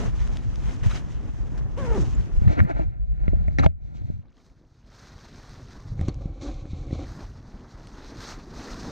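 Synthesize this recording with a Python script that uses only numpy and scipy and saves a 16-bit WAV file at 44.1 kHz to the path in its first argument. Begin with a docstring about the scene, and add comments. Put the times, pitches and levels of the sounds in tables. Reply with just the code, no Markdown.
"""Rucksack shouldered against a body-worn camera

Outdoors, at arm's length and closer: a nylon rucksack is zipped, lifted against the camera and shouldered, then
the wearer shifts and steps. Cloth is grainy filtered noise, the zip a wavering tone with a scratch at every tooth,
knocks and buckles are ringing modes. Wind, straps and knocks shake the housing and reach its two microphone ports
largely in opposed phase, until the camera falls back to a single port and both channels become alike."""
import sys
import numpy as np
from scipy import signal
from scipy.fft import rfft, irfft, next_fast_len
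from scipy.io import wavfile
from scipy.ndimage import uniform_filter1d

SR = 44100
rng = np.random.default_rng(int(sys.argv[2]) if len(sys.argv) > 2 else 0)


def output_pcm(signal):
    """Save a mono or channel-first signal as 16-bit PCM at the path in sys.argv[1].

    Samples are clipped to [-1, 1] before scaling.
    """
    pcm = np.clip(np.atleast_2d(signal).T, -1, 1) * 32767
    wavfile.write(sys.argv[1], SR, np.round(pcm).astype(np.int16))


N = 392931


def amp(db):
    """Amplitude factor of a level in dB."""
    return 10 ** (np.asarray(db) / 20)


def rms_one(x):
    """Scales x to an rms of 1."""
    return x / np.sqrt(np.mean(x ** 2) + 1e-20)


def in_time(rows):
    """Draws each column after the first as a curve over the whole scene."""
    s, *columns = np.transpose(rows)
    return [np.interp(np.arange(N) / SR, s, c) for c in columns]


def step(at_s, width_s):
    """A smooth rise from 0 to 1."""
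    return .5 + .5 * np.tanh((np.arange(N) / SR - at_s) / width_s)


def during(span, edge_s):
    """Near 1 inside the span, near 0 outside, with smooth edges."""
    return step(span[0], edge_s) - step(span[1], edge_s)


def low_pass(x, order, cut_hz):
    """Butterworth low-pass."""
    return signal.sosfilt(signal.butter(order, cut_hz, fs=SR, output="sos"), x)


def coloured(x, points, lag_rad=0.):
    """Weights x by a spectrum drawn over log frequency, and delays every frequency by one phase."""
    size = next_fast_len(N)
    hz, db = np.transpose(points)
    gain = amp(np.interp(np.log(np.fft.rfftfreq(size, 1 / SR) + 1), np.log(hz), db))
    return irfft(rfft(x, size) * gain * np.exp(-1j * lag_rad), size)[..., :N]


def drift(rate_hz):
    """Slow random wandering of spread 1: noise through two equal poles, computed at every 40th sample."""
    r = np.exp(-80 * np.pi * rate_hz / SR)
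    noise = rng.standard_normal(N // 40 + 2002)
    slow = signal.lfilter([1], [1, -2 * r, r * r], noise)[2000:]
    return np.interp(np.arange(N) / 40, np.arange(len(slow)), rms_one(slow))


def friction(spectrum, per_s, spread_db, grain_db, flutter_db, flutter_rate, patchy_db):
    """Fibres slip in uneven grains over a smooth hiss, the pressure flutters, each octave comes and goes; rms 1."""
    sizes = amp(spread_db * np.minimum(rng.exponential(1, N), 5))
    grains = sizes * (rng.random(N) < per_s / SR) * rng.choice([-1, 1], N)
    slips = amp(grain_db) * rms_one(grains) + rng.standard_normal(N)
    rest = coloured(slips * amp(flutter_db * drift(flutter_rate)), spectrum)
    out = 0
    for edge_hz in 250 * 2 ** np.arange(6):
        band = signal.sosfiltfilt(signal.butter(2, edge_hz, fs=SR, output="sos"), rest)
        out = out + band * amp(patchy_db * drift(flutter_rate / 2))
        rest = rest - band
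    return rms_one(out + rest)


def ring(blows, hz, t60):
    """A damped mode: a unit click sets a sine of height 1 ringing, down 60 dB after t60 seconds."""
    r, w = amp(-60 / (t60 * SR)), 2 * np.pi * hz / SR
    return signal.lfilter([0, np.sin(w)], [1, -2 * r * np.cos(w), r * r], blows + 1e-18)


EDGE_DB = -30   # bursts start and end this far below their hold


def with_bursts(curve, starts_s, levels_db, rise_s, hold_s, fall_s):
    """Gains of a slow curve, with bursts (rise, hold, fall) added in power; each hold begins at its start time."""
    power, t = amp(in_time(curve)) ** 2, np.arange(N) / SR
    for db, s, rise, hold, fall in zip(levels_db, *np.broadcast_arrays(starts_s, rise_s, hold_s, fall_s)):
        span = slice(max(int((s - rise) * SR), 0), int((s + hold + fall) * SR))
        corners_s = [s - rise, s, s + hold, s + hold + fall]
        shape_db = np.interp(t[span], corners_s, [EDGE_DB, 0, 0, EDGE_DB])
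        power[:, span] += amp(shape_db + db[:, None]) ** 2
    return np.sqrt(power)


# steady shaking of the housing by wind and straps: (time [s], deep rumble level [dB], shudder level [dB])
HOUSING_SHAKE = [(0.0, -28.5, -36.5), (0.75, -33.5, -37), (1.17, -38, -43), (1.7, -34, -40.5),
                 (2.05, -27, -34), (2.55, -38, -42.5), (2.95, -31, -46.5), (3.4, -30, -33.5),
                 (3.77, -44, -46.5), (4.14, -47, -36), (4.29, -59.5, -63), (5.76, -47, -47.5),
                 (6.03, -32.5, -31), (6.45, -37, -49), (6.97, -37, -38), (7.72, -48, -54.5),
                 (8.91, -41.5, -50.5)]
# tugs on the straps that jolt the housing: (time [s], deep rumble level [dB], shudder level [dB])
STRAP_JOLTS = [(0.86, -25.5, -24), (2.367, -18, -69), (2.479, -40.5, -22), (2.629, -38, -19.5),
               (2.87, -18, -39), (3.327, -20.5, -55), (3.631, -15, -22.5), (6.55, -26, -39)]
# spectra of the deep rumble and the shudder before levelling: (frequency [Hz], density [dB per Hz])
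DEEP_SPECTRUM = [(15, -7), (30, 19), (55, 21.5), (80, 4), (120, -77)]
SHUDDER_SPECTRUM = [(30, -42), (80, 13), (125, 12.5), (170, 3), (260, -11), (400, -62)]
JOLT_RISE_S, JOLT_HOLD_S, JOLT_FALL_S = 0.11, 0.021, 0.031
GUST_EVEN_S = .2   # the deep rumble holds its level over this time


def shake():
    """Wind and straps shake the housing the microphones sit in: an evened deep rumble and a lumpy shudder."""
    jolts = np.array(STRAP_JOLTS)
    deep_gain, shudder_gain = with_bursts(
        HOUSING_SHAKE, jolts[:, 0], jolts[:, 1:], JOLT_RISE_S, JOLT_HOLD_S, JOLT_FALL_S)
    deep = friction(DEEP_SPECTRUM, per_s=19, spread_db=4.5, grain_db=-8.5,
                    flutter_db=3.5, flutter_rate=6.7, patchy_db=5.5)
    shudder = friction(SHUDDER_SPECTRUM, per_s=50, spread_db=4.5, grain_db=-2.5,
                       flutter_db=3.0, flutter_rate=30.0, patchy_db=2.0)
    deep = deep / np.sqrt(uniform_filter1d(deep ** 2, int(GUST_EVEN_S * SR)))
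    return deep_gain * deep + shudder_gain * shudder


# cloth stirring all the while: (time [s], fine rustle level [dB], coarse rub level [dB])
CLOTH_STIRRING = [(0.0, -57.5, -43), (1.1, -58.5, -46), (1.75, -62.5, -44.5), (2.13, -56, -43.5),
                  (2.56, -59, -45.5), (2.66, -70, -45), (2.99, -82, -66), (3.3, -71, -52.5),
                  (3.57, -74, -56.5), (3.69, -81, -53.5), (3.75, -101, -75.5), (3.86, -75.5, -62),
                  (4.8, -72.5, -62.5), (4.96, -55.5, -57), (5.77, -55.5, -48.5), (5.95, -63, -51.5),
                  (6.35, -68.5, -48), (6.9, -58, -48), (7.46, -64.5, -49.5), (8.08, -53.5, -42),
                  (8.46, -60, -45)]
# single strokes of cloth, strap or shoe:
# (time [s], rise [s], hold [s], fine rustle level [dB], coarse rub level [dB])
CLOTH_STROKES = [(0.0, .01, 0.068, -45, -32), (0.15, 0.068, 0.2, -53.5, -67),
                 (0.67, 0.34, 0.067, -50.5, -43.5), (0.834, 0.0097, 0.033, -45, -38),
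                 (0.9, 0.075, 0.075, -44.5, -49.5), (1.578, .02, 0.016, -55, -41.5),
                 (1.779, 0.026, 0.24, -47.5, -37.5), (2.478, 0.0035, 0.045, -55, -36.5),
                 (2.581, 0.018, 0.017, -54.5, -31), (2.697, 0.035, 0.016, -55.5, -32),
                 (2.766, 0.086, 0.056, -65.5, -41), (3.586, 0.0022, 0.013, -44.5, -28.5),
                 (3.633, 0.034, 0.014, -51, -28.5), (3.95, 0.042, 0.028, -65.5, -68.5),
                 (4.42, 0.6, 0.08, -63.5, -88), (5.979, .02, 0.1, -61, -42.5),
                 (6.083, 0.0064, 0.0068, -47, -27), (6.211, .005, 0.014, -62.5, -41.5),
                 (6.417, 0.032, 0.083, -52.5, -38), (6.928, 0.019, 0.026, -54, -39.5),
                 (6.99, 0.02, 0.05, -59.5, -36.5), (7.035, .03, 0.19, -52, -47),
                 (8.208, 0.14, 0.12, -44, -54), (8.606, 0.3, 0.36, -46.5, -39.5)]
STROKE_FALL_S, FALL_PER_HOLD = .016, 1.1   # longer strokes fade more slowly


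def cloth_gains():
    """Fine and coarse gain of the cloth: the stirring plus every stroke."""
    s, rise, hold, *levels_db = np.transpose(CLOTH_STROKES)
    fall = STROKE_FALL_S + FALL_PER_HOLD * hold
    return with_bursts(CLOTH_STIRRING, s, np.transpose(levels_db), rise, hold, fall)


# spectra of cloth heard through the air, coarse and fine, before levelling: (frequency [Hz], density [dB per Hz])
RUB_SPECTRUM = [(100, -2.5), (250, 1), (500, -10.5), (1000, -15.5), (2000, -25), (3200, -58), (6000, -70)]
FINE_TWO_PORTS_SPECTRUM = [(1500, 8.5), (3000, 4.5), (4500, -3), (6300, 1.5), (7800, -7.5), (10000, -16.5),
                           (13000, -26.5), (16000, -34)]
CLOTH_GRAIN = dict(per_s=800, spread_db=5.0, grain_db=-8.0, flutter_db=1.5, flutter_rate=18.0, patchy_db=2.5)


def cloth_in_air(fine_gain, rub_gain):
    """Fibres slipping near the camera radiate a coarse rub and a fine rustle."""
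    rub = rub_gain * friction(RUB_SPECTRUM, **CLOTH_GRAIN)
    return rub + fine_gain * friction(FINE_TWO_PORTS_SPECTRUM, **CLOTH_GRAIN)


CRINKLES_PER_S, CRINKLE_CYCLES = 260, 22   # base rate before clumping; cycles to ring down 60 dB


def crinkles():
    """Creases in the nylon pop in clumps, uneven in size, each ringing briefly at one of 16 pitches; rms 1."""
    sizes = amp(2.6 * np.minimum(rng.exponential(1, N), 4))
    pops = sizes * (rng.random(N) < CRINKLES_PER_S * amp(5. * drift(8)) / SR)
    pitches_hz, dealt = np.geomspace(1100, 6500, 16), rng.integers(0, 16, N)
    return rms_one(sum(ring(pops * (dealt == k), hz, CRINKLE_CYCLES / hz) for k, hz in enumerate(pitches_hz)))


# dry snaps of stiff fabric and grit: (time [s], level of the noise before smoothing [dB])
FABRIC_SNAPS = [(0.204, -40), (0.275, -33), (.371, -32.5), (0.558, -36), (5.494, -41), (6.144, -42),
                (7.872, -38.5)]
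SNAP_S = .0006   # decay time constant


def snaps():
    """Stiff fabric and grit snap: each a dying burst of slightly dulled noise."""
    t, out = np.arange(600) / SR, np.zeros(N)
    for s, db in FABRIC_SNAPS:
        noise = np.convolve(rng.standard_normal(600), [.5, 1, .5], "same")
        out[round(s * SR):round(s * SR) + 600] += amp(db) * noise * np.exp(-t / SNAP_S)
    return out


# ringing ticks of buckles and gear: (time [s], level before the swell and decay [dB], pitch [Hz])
BUCKLE_TICKS = [(0.841, -32, 1880), (0.912, -26.5, 1250), (0.912, -32, 3870), (0.923, -30, 1390),
                (.959, -34, 4800), (2.151, -36, 7250), (2.638, -41, 1800), (2.65, -37, 1960),
                (2.711, -34, 2180), (3.594, -26, 3940), (3.635, -17.5, 1270), (3.64, -23, 1230),
                (3.646, -19.5, 800), (3.652, -28, 770), (6.092, -37, 4340)]


def ticks():
    """Buckles and gear tick: each a brief sine at its own pitch that swells and dies."""
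    t, out = np.arange(600) / SR, np.zeros(N)
    for s, db, hz in BUCKLE_TICKS:
        envelope = (1 - np.exp(-t / 0.0004)) * np.exp(-t / 0.0024)
        out[round(s * SR):round(s * SR) + 600] += amp(db) * np.sin(2 * np.pi * hz * t) * envelope
    return out


# slider on the zip: (time [s], tooth rate [teeth per s], relative level [dB])
ZIP_SLIDER = [(1.774, 436, -38.5), (1.786, 572, -35.5), (1.866, 490, -38), (1.931, 430, -31.5),
              (1.973, 397, -29.5), (1.981, 210, -25), (2.009, 152, -31.5), (2.048, 77, -30.5)]
ZIP_SCRATCH_DB = -14.5   # against the tone's scale


def zip_slider():
    """One tooth per cycle: a wavering tone with overtones, more ragged when slower, and a scratch at every tooth."""
    per_s, db = in_time(ZIP_SLIDER)
    ragged = 0.033 * 500 / per_s
    phase = 2 * np.pi * np.cumsum(per_s * (1 + ragged * drift(68.0))) / SR
    tone = 0
    for k in range(6):
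        overtone_gain = amp(-8.5 * k ** 0.85 + 2.67 * drift(49))
        tone = tone + overtone_gain * np.sin((k + 1) * phase + .5 * k * drift(57))
    scratch = coloured(rng.standard_normal(N), RUB_SPECTRUM) * (1 + np.sin(phase)) ** 2
    moving = during((ZIP_SLIDER[0][0], ZIP_SLIDER[-1][0]), .003)
    return moving * amp(db + 3) * (tone + amp(ZIP_SCRATCH_DB) * rms_one(scratch))


SCUFF_S = 0.0013   # how long a blow drags


def scuffs(count):
    """A blow drags over the housing: unit-energy dying noise with a click added at its start, one row per blow."""
    rows = rng.standard_normal((count, 1000)) * np.exp(-np.arange(1000) / SR / SCUFF_S)
    rows /= np.sqrt(np.sum(rows ** 2, axis=1, keepdims=True))
    rows[:, 0] += .8
    return rows


def strike(times, levels_db, modes, blows, spread_db, tilts_db):
    """Every blow drives each mode with a strength of its own; a tilt favours the upper or lower modes."""
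    out = np.zeros(N)
    strengths_db = spread_db * rng.standard_normal((len(times), len(modes)))
    middle_octave = np.log2([hz for hz, _, _ in modes]).mean()
    for (hz, db, t60), own_db in zip(modes, strengths_db.T):
        drive = np.zeros(N)
        drives_db = levels_db + db + own_db + tilts_db * (np.log2(hz) - middle_octave)
        for s, drive_db, blow in zip(times, drives_db, blows):
            drive[round(s * SR):round(s * SR) + len(blow)] += amp(drive_db) * blow
        out += ring(drive, hz, t60)
    return out


# knocks on the housing: (time [s], relative crack level [dB], thud drive level [dB],
# glint level against the crack [dB], thud tilt [dB per octave], crack tilt [dB per octave])
HOUSING_KNOCKS = [(2.419, -52, -21.5, -33, -9.5, 15.5), (2.479, -30.5, -33, -28, -20, 19.5),
                  (2.592, -15.5, -30, -48, -3, 12), (2.603, -18, -24, -31, 0, 26.5),
                  (2.7, -27, -36, -24, 5, -23), (2.795, -31, -27.5, -35, 5.5, -18.5),
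                  (3.28, -17, -18, -35, -5.5, 7.5), (3.332, -28, -30, -45, 12.5, -11),
                  (3.482, -20.5, -25, -52, -14.5, 3), (3.586, -12, -23.5, -17, 3, 14),
                  (3.662, -1, -14, -35, 1, 3.5), (4.1, -49, -31, -36, 3.5, -16),
                  (5.993, -36, -23.5, -21, -2.5, 18), (6.012, -20.5, -20, -23, 0, -5),
                  (6.084, -33, -25.5, 8.5, 14.5, -3), (6.256, -46, -24.5, -16, -0.5, -9),
                  (6.654, -30, -43, -28, 18.5, 1), (6.732, -50, -24, -25, -5, -2.5),
                  (6.908, -31, -43.5, -31, 17.5, -2), (6.928, -47, -22.5, -28, 8.5, 4),
                  (6.992, -36.5, -36.5, -28, -2, -5)]
# modes of the housing, low body, shell and bright glint: (frequency [Hz], relative level [dB], t60 [s])
THUD_MODES = [(53.3, -21.5, 0.11), (83.5, -4.5, 0.29), (150.6, 5.5, 0.031), (282, -4, 0.016)]
SHELL_MODES = [(645, -9.5, 0.039), (890, -18.5, 0.0062), (1330, -20.5, 0.01), (1900, -6.5, 0.012),
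               (2117, -11.5, 0.012)]
GLINT_MODES = [(3630, -9, 0.0061), (5700, -26.5, 0.019), (7300, 2, 0.0006)]
SHELL_CUT_HZ = 2020   # the housing passes little above its shell modes


def knocks():
    """Thud, shell and glint modes ring at each knock; a soft push drives the thud, scuffs drive the others."""
    s, crack_db, thud_db, bright_db, tilt_db, crack_tilt_db = np.transpose(HOUSING_KNOCKS)
    push = np.hanning(90) / 45 * rng.choice([-1, 1], (len(s), 1))
    thud = strike(s, thud_db, THUD_MODES, push, spread_db=1.5, tilts_db=tilt_db)
    shell = strike(s, crack_db - 10, SHELL_MODES, scuffs(len(s)), spread_db=2, tilts_db=crack_tilt_db)
    glint = strike(s, crack_db + bright_db, GLINT_MODES, scuffs(len(s)), spread_db=-13.5, tilts_db=0)
    return thud + low_pass(shell, 2, SHELL_CUT_HZ), glint


# spectra of cloth rubbing on the housing, before levelling: coarse under the bag, coarse under the strap,
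# and fine under either: (frequency [Hz], density [dB per Hz])
BAG_RUB_SPECTRUM = [(110, -15), (300, 8), (420, -5.5), (680, -2.5), (950, -11.5), (1150, -17.5),
                    (1320, -12), (1700, -13), (2200, -11.5), (2800, -22), (3400, -35.5), (6000, -67)]
STRAP_RUB_SPECTRUM = [(100, -31.5), (290, 9.5), (420, -6.5), (545, 2), (660, -10.5), (765, -3),
                      (900, -18.5), (1090, -11.5), (1900, -28), (2900, -48), (5000, -73)]
FINE_ON_HOUSING_SPECTRUM = [(1500, -34.5), (2200, 2.5), (2800, -8), (3500, -4), (4150, -1), (4900, -11),
                            (6300, -7), (7300, -14.5), (14000, -58)]


def cloth_on_housing(fine, rub, bag, strap):
    """Where rucksack or strap rests on the camera, fibre slips pass straight into the housing."""
    bag_rub = bag * friction(BAG_RUB_SPECTRUM, **CLOTH_GRAIN)
    strap_rub = strap * friction(STRAP_RUB_SPECTRUM, **CLOTH_GRAIN)
    rustle = fine * (bag + strap) * friction(FINE_ON_HOUSING_SPECTRUM, **CLOTH_GRAIN)
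    return rub * (bag_rub + strap_rub) + rustle


# spectrum of fine rustle through the air at the single port, before levelling:
# (frequency [Hz], density [dB per Hz])
FINE_ONE_PORT_SPECTRUM = [(1500, 7), (3000, -5), (4100, 3.5), (5000, 1), (6300, 0.5), (7200, -9),
                          (9500, -18), (11000, -36), (12800, -18), (16000, -35)]


def rustle_at_one_port(gain):
    """Fine fibre slips reach the single port through the air."""
    return gain * friction(FINE_ONE_PORT_SPECTRUM, **CLOTH_GRAIN)


# how far the difference of the ports outweighs their sum for a shaken housing: (frequency [Hz], level [dB])
PORTS_OPPOSED = [(30, -0.5), (60, 9), (150, 8.5), (800, 11.5), (1500, 11), (2300, -4.5), (4000, -1)]
OPPOSED_LAG_RAD = 1.46          # the difference lags the sum
ONE_PORT_S, SWITCH_S = 4.33, .08   # middle and width of the fall to one port
BAG_TOUCHES, STRAP_TOUCHES = (2.46, 4.177), (5.96, 7.05)   # resting on the housing (from [s], to [s])
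PORT_CUT_HZ = 6940              # the ports dull sharp clicks
ZIP_SHAKE_DB, ZIP_SHAKE_CUT_HZ = -18, 130   # slow teeth shake the housing
CRINKLE_DB = -9                 # against the fine rustle


def scene():
    """Air and housing sounds meet at the two ports as a sum and a difference, which give the two channels."""
    fine, rub = cloth_gains()
    one_port = step(ONE_PORT_S, SWITCH_S)
    two_ports = 1 - one_port
    bag, strap = during(BAG_TOUCHES, 0.073), during(STRAP_TOUCHES, 0.024)
    early = 1 - step(BAG_TOUCHES[0], 0.024)   # until the bag touches

    air = cloth_in_air(fine * early, rub * (1 - bag - strap))
    # air sound differs at random between the ports
    air_apart = early * cloth_in_air(amp(-2.0) * fine, amp(-3.5) * rub)
    near = rustle_at_one_port(fine * one_port * (1 - strap))
    knock, glint = knocks()
    contact = knock + cloth_on_housing(fine, rub, bag, strap)
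    slider = zip_slider()
    contact += amp(ZIP_SHAKE_DB) * low_pass(slider, 4, ZIP_SHAKE_CUT_HZ)
    sharp = snaps() + ticks() + slider + glint + fine * amp(CRINKLE_DB) * crinkles()
    pointed = low_pass(sharp, 4, PORT_CUT_HZ)
    rumble = shake()

    # at two ports the sum of the contact sound leads its difference in phase
    leading = coloured(contact, [(20, 0), (SR, 0)], -OPPOSED_LAG_RAD)
    both = rumble + contact * one_port + leading * two_ports + air + near + pointed
    apart = (coloured(contact, PORTS_OPPOSED) + air_apart + amp(-20) * pointed) * two_ports
    # a little independent shaking joins the opposed rumble; the bass is the last to merge
    rumble_apart = coloured(rumble + amp(-22.5) * shake(), PORTS_OPPOSED, OPPOSED_LAG_RAD)
    apart += rumble_apart * (1 - step(ONE_PORT_S + .03, 0.24))
    return np.array([both + apart, both - apart])


CUTOFF_HZ = 15750


def record(dry):
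    """The microphone chain: faint self-noise in the treble, the highest peaks rounded, the top cut off."""
    treble = coloured(rng.standard_normal((2, N)), [(6000, -30), (11000, -6), (13000, 0)])
    hiss = amp(-102) * rms_one(treble)
    rounded = dry / (1 + (dry / .95) ** 6) ** (1 / 6)
    top_cut = signal.ellip(12, .5, 80, CUTOFF_HZ, fs=SR, output="sos")
    return signal.sosfilt(top_cut, rounded + hiss)


dry = scene()
out = record(dry)
output_pcm(out)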